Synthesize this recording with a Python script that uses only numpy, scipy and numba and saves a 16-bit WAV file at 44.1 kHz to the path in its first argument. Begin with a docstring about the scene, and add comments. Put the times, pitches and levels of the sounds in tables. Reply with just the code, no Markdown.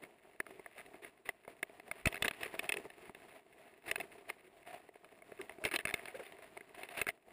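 """Faint brushing and scattered dry ticks come first; about two seconds in, harder blows knock and rattle.
An animal carrying a small camera pushes through brush along a wire fence.
Twigs, stems and leaf tips ring the mount, shell, edge and microphone port as banks of resonances.
Leaves drag in bursts of tiny random slips and stems squeak as gliding tones.
The hardest blows overload the recorder: low pulses thump, the gain ducks and the peaks clip softly."""
import sys
import numpy as np
from scipy import signal
from scipy.fft import rfft, irfft, next_fast_len
from scipy.io import wavfile
from scipy.ndimage import map_coordinates
from numba import njit

SR = 44100
rng = np.random.default_rng(int(sys.argv[2]) if len(sys.argv) > 2 else 0)


def master_out(mix):
    """Clip the mix to full scale and print it as 16-bit PCM to the path in sys.argv[1]."""
    frames = np.transpose(np.atleast_2d(mix))
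    ceiling = np.clip(frames, -1, 1)
    pcm = np.round(ceiling * 32767).astype(np.int16)
    wavfile.write(sys.argv[1], SR, pcm)


N = 322812


def amp(db):
    """Decibels to gain."""
    return 10 ** (np.asarray(db) / 20)


def unit(x):
    """Scale to rms 1."""
    return x / np.sqrt(np.mean(x ** 2) + 1e-20)


def colour(points):
    """Gain against frequency, drawn through (frequency [Hz], level [dB]) points on a log axis."""
    point_hz, db = np.transpose(points)
    return lambda hz: amp(np.interp(np.log(hz + 1), np.log(point_hz), db))


def filtered(x, response):
    """Shape the spectrum of x by a response of frequency; the padding keeps tails from wrapping round."""
    size = next_fast_len(N + 8192)
    hz = np.fft.rfftfreq(size, 1 / SR)
    return irfft(rfft(x, size) * response(hz), size)[:N]


def wobble(rate):
    """A smooth random curve with rate knots a second."""
    knots = rng.standard_normal(int(N * rate / SR) + 4)
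    return map_coordinates(knots, [np.arange(N) * rate / SR])


def add(track, s, sound):
    """Mix a sound in at time s [s]."""
    start = max(round(s * SR), 0)
    part = track[start:start + len(sound)]
    part += sound[:len(part)]


def resonances(modes):
    """Causal response of a bank of damped modes with alternating signs."""
    def response(f):
        total = 0
        for k, (centre, width, db) in enumerate(modes):
            damping = 1j * f * width
            total = total + (-1) ** k * amp(db) * damping / (centre * centre - f * f + damping)
        return total
    return response


def ring(modes, force, scatter_db, detune):
    """Decaying modes rung by a force; each point of impact favours other modes and shifts their pitch."""
    t = np.arange(len(force)) / SR
    hz, width, db = np.transpose(modes)[:, :, None]
    size, shift = rng.uniform(-0.85, 1, (2, len(modes), 1))
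    sign = (-1) ** np.arange(len(modes))[:, None]
    decay = np.exp(-np.pi * width * t)
    tones = np.sin(2 * np.pi * hz * (1 + detune * shift) * t)
    waves = sign * width * amp(db + scatter_db * size) * decay * tones
    sound = signal.fftconvolve(waves.sum(0), force)[:len(t)]
    # every ring carries the energy of 6 ms at rms 1
    return sound / np.sqrt(np.sum(sound ** 2) / (.006 * SR))


def friction(rate, spread_db, smooth):
    """Tiny slips of unequal size, on average rate a second, over a smooth hiss."""
    happens = rng.random(N) < rate / SR
    sign = rng.choice([-1, 1], N)
    size = amp(spread_db * np.clip(rng.standard_normal(N), -2, 2))
    return unit(unit(happens * sign * size) + smooth * rng.standard_normal(N))


# twigs striking the case: (time [s], shell ring level [dB], edge ring level [dB re shell])
TWIG_HITS = [(0.0368, -49, -10), (0.4018, -31.5, -16), (0.4659, -49.5, -23), (0.6607, -45.5, -23),
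             (0.862, -57, -3), (1.0464, -47, -16), (1.2903, -32, -10.5), (1.449, -58, -11.5),
             (1.629, -32, -7.5), (1.798, -51.5, -5), (1.9136, -35, -12), (2.0566, -23.5, -2),
             (2.0723, -21.5, 1.5), (2.1261, -45.5, 0.5), (2.144, -39.5, -3.5), (2.2236, -29, 2.5),
             (2.2468, -28.5, -21), (2.2555, -45.5, 9.5), (2.2808, -30, 2), (2.3104, -41, -1),
             (2.3354, -57, 4), (2.4327, -41, 4), (2.5929, -34.5, 0.5), (2.6426, -46, -3),
             (2.6919, -33, 3.5), (2.697, -38, -15), (2.7212, -33, 3.5), (2.74, -41.5, 2.5),
             (2.7696, -41, 1.5), (2.902, -52.5, -2), (3.1481, -51, -1.5), (3.9131, -29, 0),
             (3.9579, -36, 0), (4.001, -42.5, -0.5), (4.0101, -42, -1), (4.3002, -36.5, -8),
             (4.6742, -57, 2.5), (5.045, -56.5, -4.5), (5.221, -54, -24), (5.4138, -45.5, -3),
             (5.4953, -45, -8), (5.6395, -37.5, -5), (5.6507, -30, -0.5), (5.7393, -39, 5),
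             (5.7602, -31.5, 4), (5.7887, -39.5, -0.5), (5.8528, -30.5, -3.5), (5.9403, -28.5, -2.5),
             (5.9941, -48, -22), (6.056, -47, -1), (6.0826, -45, -20), (6.2645, -53.5, -1.5),
             (6.3218, -54, -3), (6.5735, -46, -11), (6.6081, -49, -13), (6.8329, -45, 0),
             (6.8885, -51.5, 3), (7.015, -28.5, -0.5), (7.068, -35, -10), (7.0882, -30.5, -10)]


def twigs(ordinary_db=-46.5, knock_db=-5, knock_fall=0.31):
    """Stiff twigs snap against the case; the harder they hit, the smaller the mount's share of the blow."""
    out = np.zeros(N)
    for s, db, edge in TWIG_HITS:
        # a twig of ordinary_db knocks the mount by knock_db re shell; knock_fall is dB less per dB harder
        knock = knock_db - knock_fall * (db - ordinary_db)
        add(out, s - LEAD_S, strike(db, edge, knock))
    return out


# resonances of the camera's mount, shell, edge and microphone port:
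# (frequency [Hz], width [Hz], level [dB])
MOUNT_MODES = [(213, 234, -16), (401, 68, 1), (583, 188, -7), (668.5, 71, 1.5), (936, 170, -11.5)]
SHELL_MODES = [(1200, 130, -12.5), (1696, 155, -3), (2055, 190, 1), (2171, 165, 2.5)]
EDGE_MODES = [(2620, 133, -1.5), (2966, 93, -13.5), (3194, 73, -17.5), (3530, 160, -12), (3686, 220, -15),
              (4124, 130, -18.5), (5100, 170, -24)]
PORT_MODES = [(7800, 950, -30), (8520, 110, -6), (9100, 69, -9), (9346, 160, -1), (9884, 130, 0.5),
              (10120, 240, -6), (11430, 400, -3), (12970, 560, -11), (13210, 300, 4), (13600, 450, 1),
              (14760, 76, -3.5)]
LEAD_S = .004  # grazing time before the blow [s]


def strike(db, edge, knock, graze=0.0086, port_db=-11, crack_db=-13, crack_life=0.0023):
    """A contact grazes the case, hits with a dry crack, skids briefly and rings every part of it."""
    skid, skid_time = .07, .0028  # force re blow, fading time [s]
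    t = np.arange(SR // 25) / SR - LEAD_S
    strength = np.where(t < 0, graze * (1 + t / LEAD_S), skid * np.exp(-(t / skid_time) ** 4))
    force = strength * rng.standard_normal(len(t))
    force[round(LEAD_S * SR)] += 1  # the blow itself
    mount = amp(knock) * ring(MOUNT_MODES, force, scatter_db=3, detune=0.053)
    shell = ring(SHELL_MODES, force, scatter_db=4.5, detune=0.045)
    rim = amp(edge) * ring(EDGE_MODES, force, scatter_db=5, detune=0.011)
    port = amp(port_db) * ring(PORT_MODES, force, scatter_db=6, detune=.002)
    crack_band = signal.butter(1, [700, 4500], "bandpass", fs=SR)
    crack_noise = unit(signal.lfilter(*crack_band, rng.standard_normal(len(t))))
    crack = amp(crack_db) * crack_noise * (t >= 0) * np.exp(-np.abs(t) / crack_life)
    hardness = np.hypot(1, amp(edge))  # more edge ring brings more port and crack
    return amp(db) * (mount + shell + rim + hardness * (port + crack))


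# a twig catching again and again:
# (time [s], length [s], first catch level [dB], time between catches [s])
TWIG_SKIPS = [(0.7807, .04, -50.5, 0.0081), (2.157, .028, -43, 0.0096), (2.449, .018, -46.5, 0.011),
              (3.88, .018, -45, 0.0044), (5.655, .034, -41, 0.011), (5.713, .016, -41, .0063),
              (5.798, .013, -46, 0.0051), (5.872, .043, -39, .0092), (5.951, .047, -53, .0084),
              (6.9725, .038, -43, 0.013), (7.0784, .027, -42, 0.0061)]


def skips(knock_db=-11, edge_db=-6.5, fade_db_per_s=110, scatter_db=0.5, jitter_s=.0004):
    """A bent twig ratchets over the case, its catches weakening on the whole as it straightens."""
    out = np.zeros(N)
    for s, length, db, gap in TWIG_SKIPS:
        delays = np.arange(0, length, gap)
        scatter = rng.standard_normal((len(delays), 2))
        for delay, (late, size) in zip(delays, scatter):
            level = db - fade_db_per_s * delay + scatter_db * size
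            time = s + delay + jitter_s * late
            add(out, time - LEAD_S, strike(level, edge_db, knock_db))
    return out


# soft, leafy stems on the mount: (time [s], knock level [dB])
STEM_THUDS = [(0.253, -59), (0.506, -51), (0.595, -47), (0.9417, -49), (1.478, -45), (1.695, -53.5),
              (2.0691, -27), (2.5403, -40), (2.853, -48.5), (3.095, -47.5), (4.0038, -41), (4.889, -51.5),
              (4.956, -52.5), (5.125, -57), (5.319, -46), (5.509, -52.5), (5.5846, -51.5), (6.3888, -52.5),
              (6.5682, -49), (7.2818, -64)]


def thuds(dull_db=8, edge_db=-10.5):
    """Soft stems knock the mount more than the shell, by dull_db; edge_db is the edge ring re shell."""
    out = np.zeros(N)
    for s, db in STEM_THUDS:
        add(out, s - LEAD_S, strike(db - dull_db, edge_db, dull_db))
    return out


# low thumps under the hardest blows, as the recorder overloads:
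# (time [s], pulse level before decay [dB], frequency [Hz])
THUMPS = [(2.0692, -8, 148.7), (2.222, -30, 60), (2.281, -29, 60), (3.914, -33.5, 60), (5.651, -32, 170),
          (5.8534, -31, 60), (5.941, -30, 60), (7.0157, -31, 60)]


def thumps(life=0.001):
    """Each thump is a brief low pulse, a sine that dies within milliseconds."""
    out = np.zeros(N)
    t = np.arange(SR // 20) / SR
    for s, db, hz in THUMPS:
        fade = np.exp(-(t / (2 * life)) ** 2)
        add(out, s, amp(db) * np.sin(2 * np.pi * hz * t) * fade)
    return out


# leaves dragged over the case:
# (time [s], length [s], scrape level [dB], rub level [dB], pitch of the mount's groan [Hz])
LEAF_STROKES = [(0.016, 0.044, -57.5, -56, 336), (0.465, 0.11, -64, -57.5, 400),
                (0.752, 0.064, -61.5, -61.5, 620), (1.016, 0.067, -55, -59.5, 400),
                (1.249, 0.054, -53.5, -58.5, 396), (1.478, 0.053, -61.5, -59, 416),
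                (1.957, 0.061, -58, -65.5, 650), (2.075, 0.015, -39, -49, 630),
                (2.107, 0.052, -55.5, -58, 690), (2.24, 0.025, -38.5, -38, 375),
                (2.317, 0.048, -61, -82, 680), (2.395, 0.081, -49.5, -52.5, 423),
                (2.543, 0.012, -49, -57, 665), (2.62, 0.05, -53, -49, 677), (2.72, 0.096, -59, -50.5, 405),
                (2.834, 0.041, -71, -56, 403), (3.013, 0.082, -65, -65, 413),
                (3.271, 0.12, -61.5, -61.5, 680), (3.585, 0.13, -65.5, -64.5, 650),
                (3.856, 0.054, -50.5, -53.5, 399), (3.972, 0.08, -58, -51, 386),
                (4.149, 0.076, -64, -62, 394), (4.435, 0.048, -64.5, -63.5, 396),
                (4.281, 0.026, -47.5, -53.5, 696), (4.648, 0.14, -57, -54, 702),
                (5.395, 0.058, -64, -52.5, 372), (5.6, 0.039, -78, -52, 621),
                (5.641, 0.035, -39.5, -44, 410), (5.731, 0.028, -37, -43.5, 336),
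                (5.88, 0.06, -58, -55.5, 734), (5.95, 0.11, -59.5, -68, 696), (6.071, 0.036, -53, -55, 660),
                (6.146, 0.028, -55, -49, 470), (6.188, 0.025, -59.5, -49, 554),
                (6.223, 0.067, -56, -70, 730), (6.419, 0.031, -57.5, -58.5, 630),
                (6.743, 0.023, -54.5, -61.5, 720), (6.77, 0.09, -54.5, -56.5, 710),
                (6.894, 0.11, -51, -56.5, 685), (6.97, 0.054, -45, -54, 660)]


def strokes(rub_width_hz=80, broad=0.52, crackle_db=-5):
    """A leaf catches, judders over the case in uneven slips and lets go; its drag makes the mount groan."""
    rise, hold, release = 0.18, 0.84, 0.23  # shares of the length: full grip, letting go, fading time
    out = np.zeros(N)
    judder = amp(3.6 * wobble(190))
    slips = friction(rate=1800, spread_db=2, smooth=.6)
    crackle = amp(crackle_db)
    scrape = scraping(judder * slips, fizz_db=-9.5) + crackle * ticking(rate=140, spread_db=-1.5, port_db=-9.5)
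    drag = judder * friction(rate=700, spread_db=2.0, smooth=0.78)
    rub = unit(filtered(drag, colour(RUB_COLOUR)))
    for s, length, scrape_db, rub_db, hz in LEAF_STROKES:
        span = slice(round(s * SR), round((s + 2 * length) * SR))
        progress = np.arange(len(drag[span])) / (length * SR)
        swell = np.minimum(progress / rise, 1) * np.exp(-np.maximum(progress - hold, 0) / release)
        groan = unit(signal.lfilter(*signal.iirpeak(hz, hz / rub_width_hz, SR), drag[span]))
        add(out, s, amp(scrape_db) * swell * unit(scrape[span]))
        add(out, s, amp(rub_db) * swell * unit(groan + broad * rub[span]))
    return out


# broad colour of leaves scraping the shell: (frequency [Hz], level [dB])
SCRAPE_COLOUR = [(150, -23), (400, -10.5), (1000, -3), (1350, -6.5), (1750, -1.5), (1950, 1.5), (2200, -1),
                 (2750, -3), (3150, -9), (3600, -10.5), (4600, -16.5), (6000, -27), (7500, -25),
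                 (12000, -59)]


def scraping(slips, fizz_db):
    """Leaf slips sound in the shell's broad colour, with the port's resonances fizzing far above."""
    shell = unit(filtered(slips, colour(SCRAPE_COLOUR)))
    return shell + amp(fizz_db) * unit(filtered(slips, resonances(PORT_MODES)))


def ticking(rate, spread_db, port_db):
    """Leaf tips flick the shell, edge and port modes at random, on average rate a second."""
    tips = friction(rate, spread_db, smooth=0)
    case = unit(filtered(tips, resonances(SHELL_MODES + EDGE_MODES)))
    return case + amp(port_db) * unit(filtered(tips, resonances(PORT_MODES)))


# stems that stick and slip:
# (time [s], length [s], fundamental's peak level [dB], first slip rate [Hz], last slip rate [Hz])
STEM_SQUEAKS = [(5.39, 0.024, -41, 437, 380), (6.141, 0.023, -41, 397, 647), (6.19, 0.026, -42.5, 711, 352)]


def squeaks(rasp=0.26, unsteady=0.07):
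    """A stem sticks and slips in a brief, nearly regular run whose rate glides unsteadily."""
    out = np.zeros(N)
    for s, length, db, first_hz, last_hz in STEM_SQUEAKS:
        progress = np.linspace(0, 1, round(length * SR))
        glide = np.interp(progress, [0, 1], [first_hz, last_hz])
        rate = glide * (1 + unsteady * wobble(216.4)[:len(progress)])
        phase = 2 * np.pi * np.cumsum(rate) / SR
        # the only overtones are the third and fourth harmonics, around the shell's resonances, added to the
        # fundamental
        overtones = np.sin(3 * phase) + np.sin(4 * phase)
        swell = np.sin(np.pi * progress)
        add(out, s, amp(db) * swell * (np.sin(phase) + rasp * overtones))
    return out


# how hard the foliage presses, as the mount's rubbing before trim and grip: (time [s], level [dB])
PRESS = [(0.0, -65.5), (0.28, -68), (0.59, -63), (0.88, -63.5), (1.26, -68), (1.96, -63.5), (2.08, -63.5),
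         (2.36, -57.5), (2.67, -57), (2.85, -63.5), (3.08, -62.5), (3.22, -61.5), (3.44, -67), (3.61, -66),
         (4.08, -62), (4.4, -65), (5.16, -66), (5.81, -60.5), (6.4, -63), (6.52, -61.5), (6.97, -63.5),
         (7.07, -64), (7.26, -68), (7.32, -62)]
# broad colour of the mount rubbing: (frequency [Hz], level [dB])
RUB_COLOUR = [(25, -9.5), (80, -13.5), (200, -7), (300, -3.5), (400, 2), (530, -8.5), (680, 3),
              (850, -11.5), (1200, -11.5), (2000, -31), (4000, -28.5)]


def sliding(rub_db=-1.0, scrape_db=-4.5, grip_db=2.5, tick_db=-5, jolt_db=-3):
    """Foliage brushes lightly over the case, its tips ticking, while the mount shifts on fur."""
    light_db, scrape_grows = -64.5, 1.33  # a light touch; dB of scrape per dB of pressure relative to it
    pressure = np.interp(np.arange(N) / SR, *np.transpose(PRESS))
    scrape = light_db + scrape_grows * (pressure - light_db)
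    # grip [dB] varies from moment to moment, partly alike for fur and leaves
    shared = wobble(22)
    fur_grip, leaf_grip = grip_db * (shared + .7 * np.array([wobble(50), wobble(50)]))
    slips = friction(rate=900, spread_db=3, smooth=.7)
    leaves = scraping(slips, fizz_db=-12.0) + amp(tick_db) * ticking(rate=20, spread_db=2, port_db=-9)
    jolts = unit(filtered(friction(rate=45, spread_db=2, smooth=0), resonances(MOUNT_MODES)))
    rub = unit(filtered(rng.standard_normal(N), colour(RUB_COLOUR)))
    mount = unit(rub + amp(jolt_db) * jolts)
    return amp(pressure + rub_db + fur_grip) * mount + amp(scrape + scrape_db + leaf_grip) * leaves


def scene():
    """All contacts and the low thumps sum to one mono track."""
    return (sliding() + strokes() + squeaks() + thumps() + twigs() + thuds() + skips())[None]


@njit
def follower(level, attack, release):
    """An envelope that rises fast and falls slowly (shares per sample)."""
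    out, held = np.empty_like(level), 0.
    for i in range(len(level)):
        held += (level[i] - held) * (attack if level[i] > held else release)
        out[i] = held
    return out


# microphone behind its small port: (frequency [Hz], level [dB])
MIC_COLOUR = [(15, -15), (50, 2.5), (4500, -2), (5300, -2), (6100, -9), (7200, 1), (10500, 3.5),
              (11300, -9.5), (12000, -7.5), (13000, -12), (15000, 6.5), (16000, -52)]
TOP_HZ = 16400  # nothing passes from here up


def record(dry, knee_db=-23, attack=0.0026, release=0.0088, ceiling_db=-22.5, lopsided=0.031):
    """Gain ducks after hard blows (times in s), peaks clip unevenly, then port colour and band limit."""
    x = dry[0]
    held = follower(np.abs(x), 1 / (attack * SR), 1 / (release * SR))
    ducked = x / np.maximum(1, held / amp(knee_db))
    # the ceiling is a little lower for positive peaks
    ceiling = amp(ceiling_db) * (1 - lopsided * np.sign(ducked))
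    clipped = ducked / (1 + (ducked / ceiling) ** 4) ** (1 / 4)
    return filtered(clipped, lambda hz: colour(MIC_COLOUR)(hz) * (hz < TOP_HZ))[None]


dry = scene()
out = record(dry)
master_out(out)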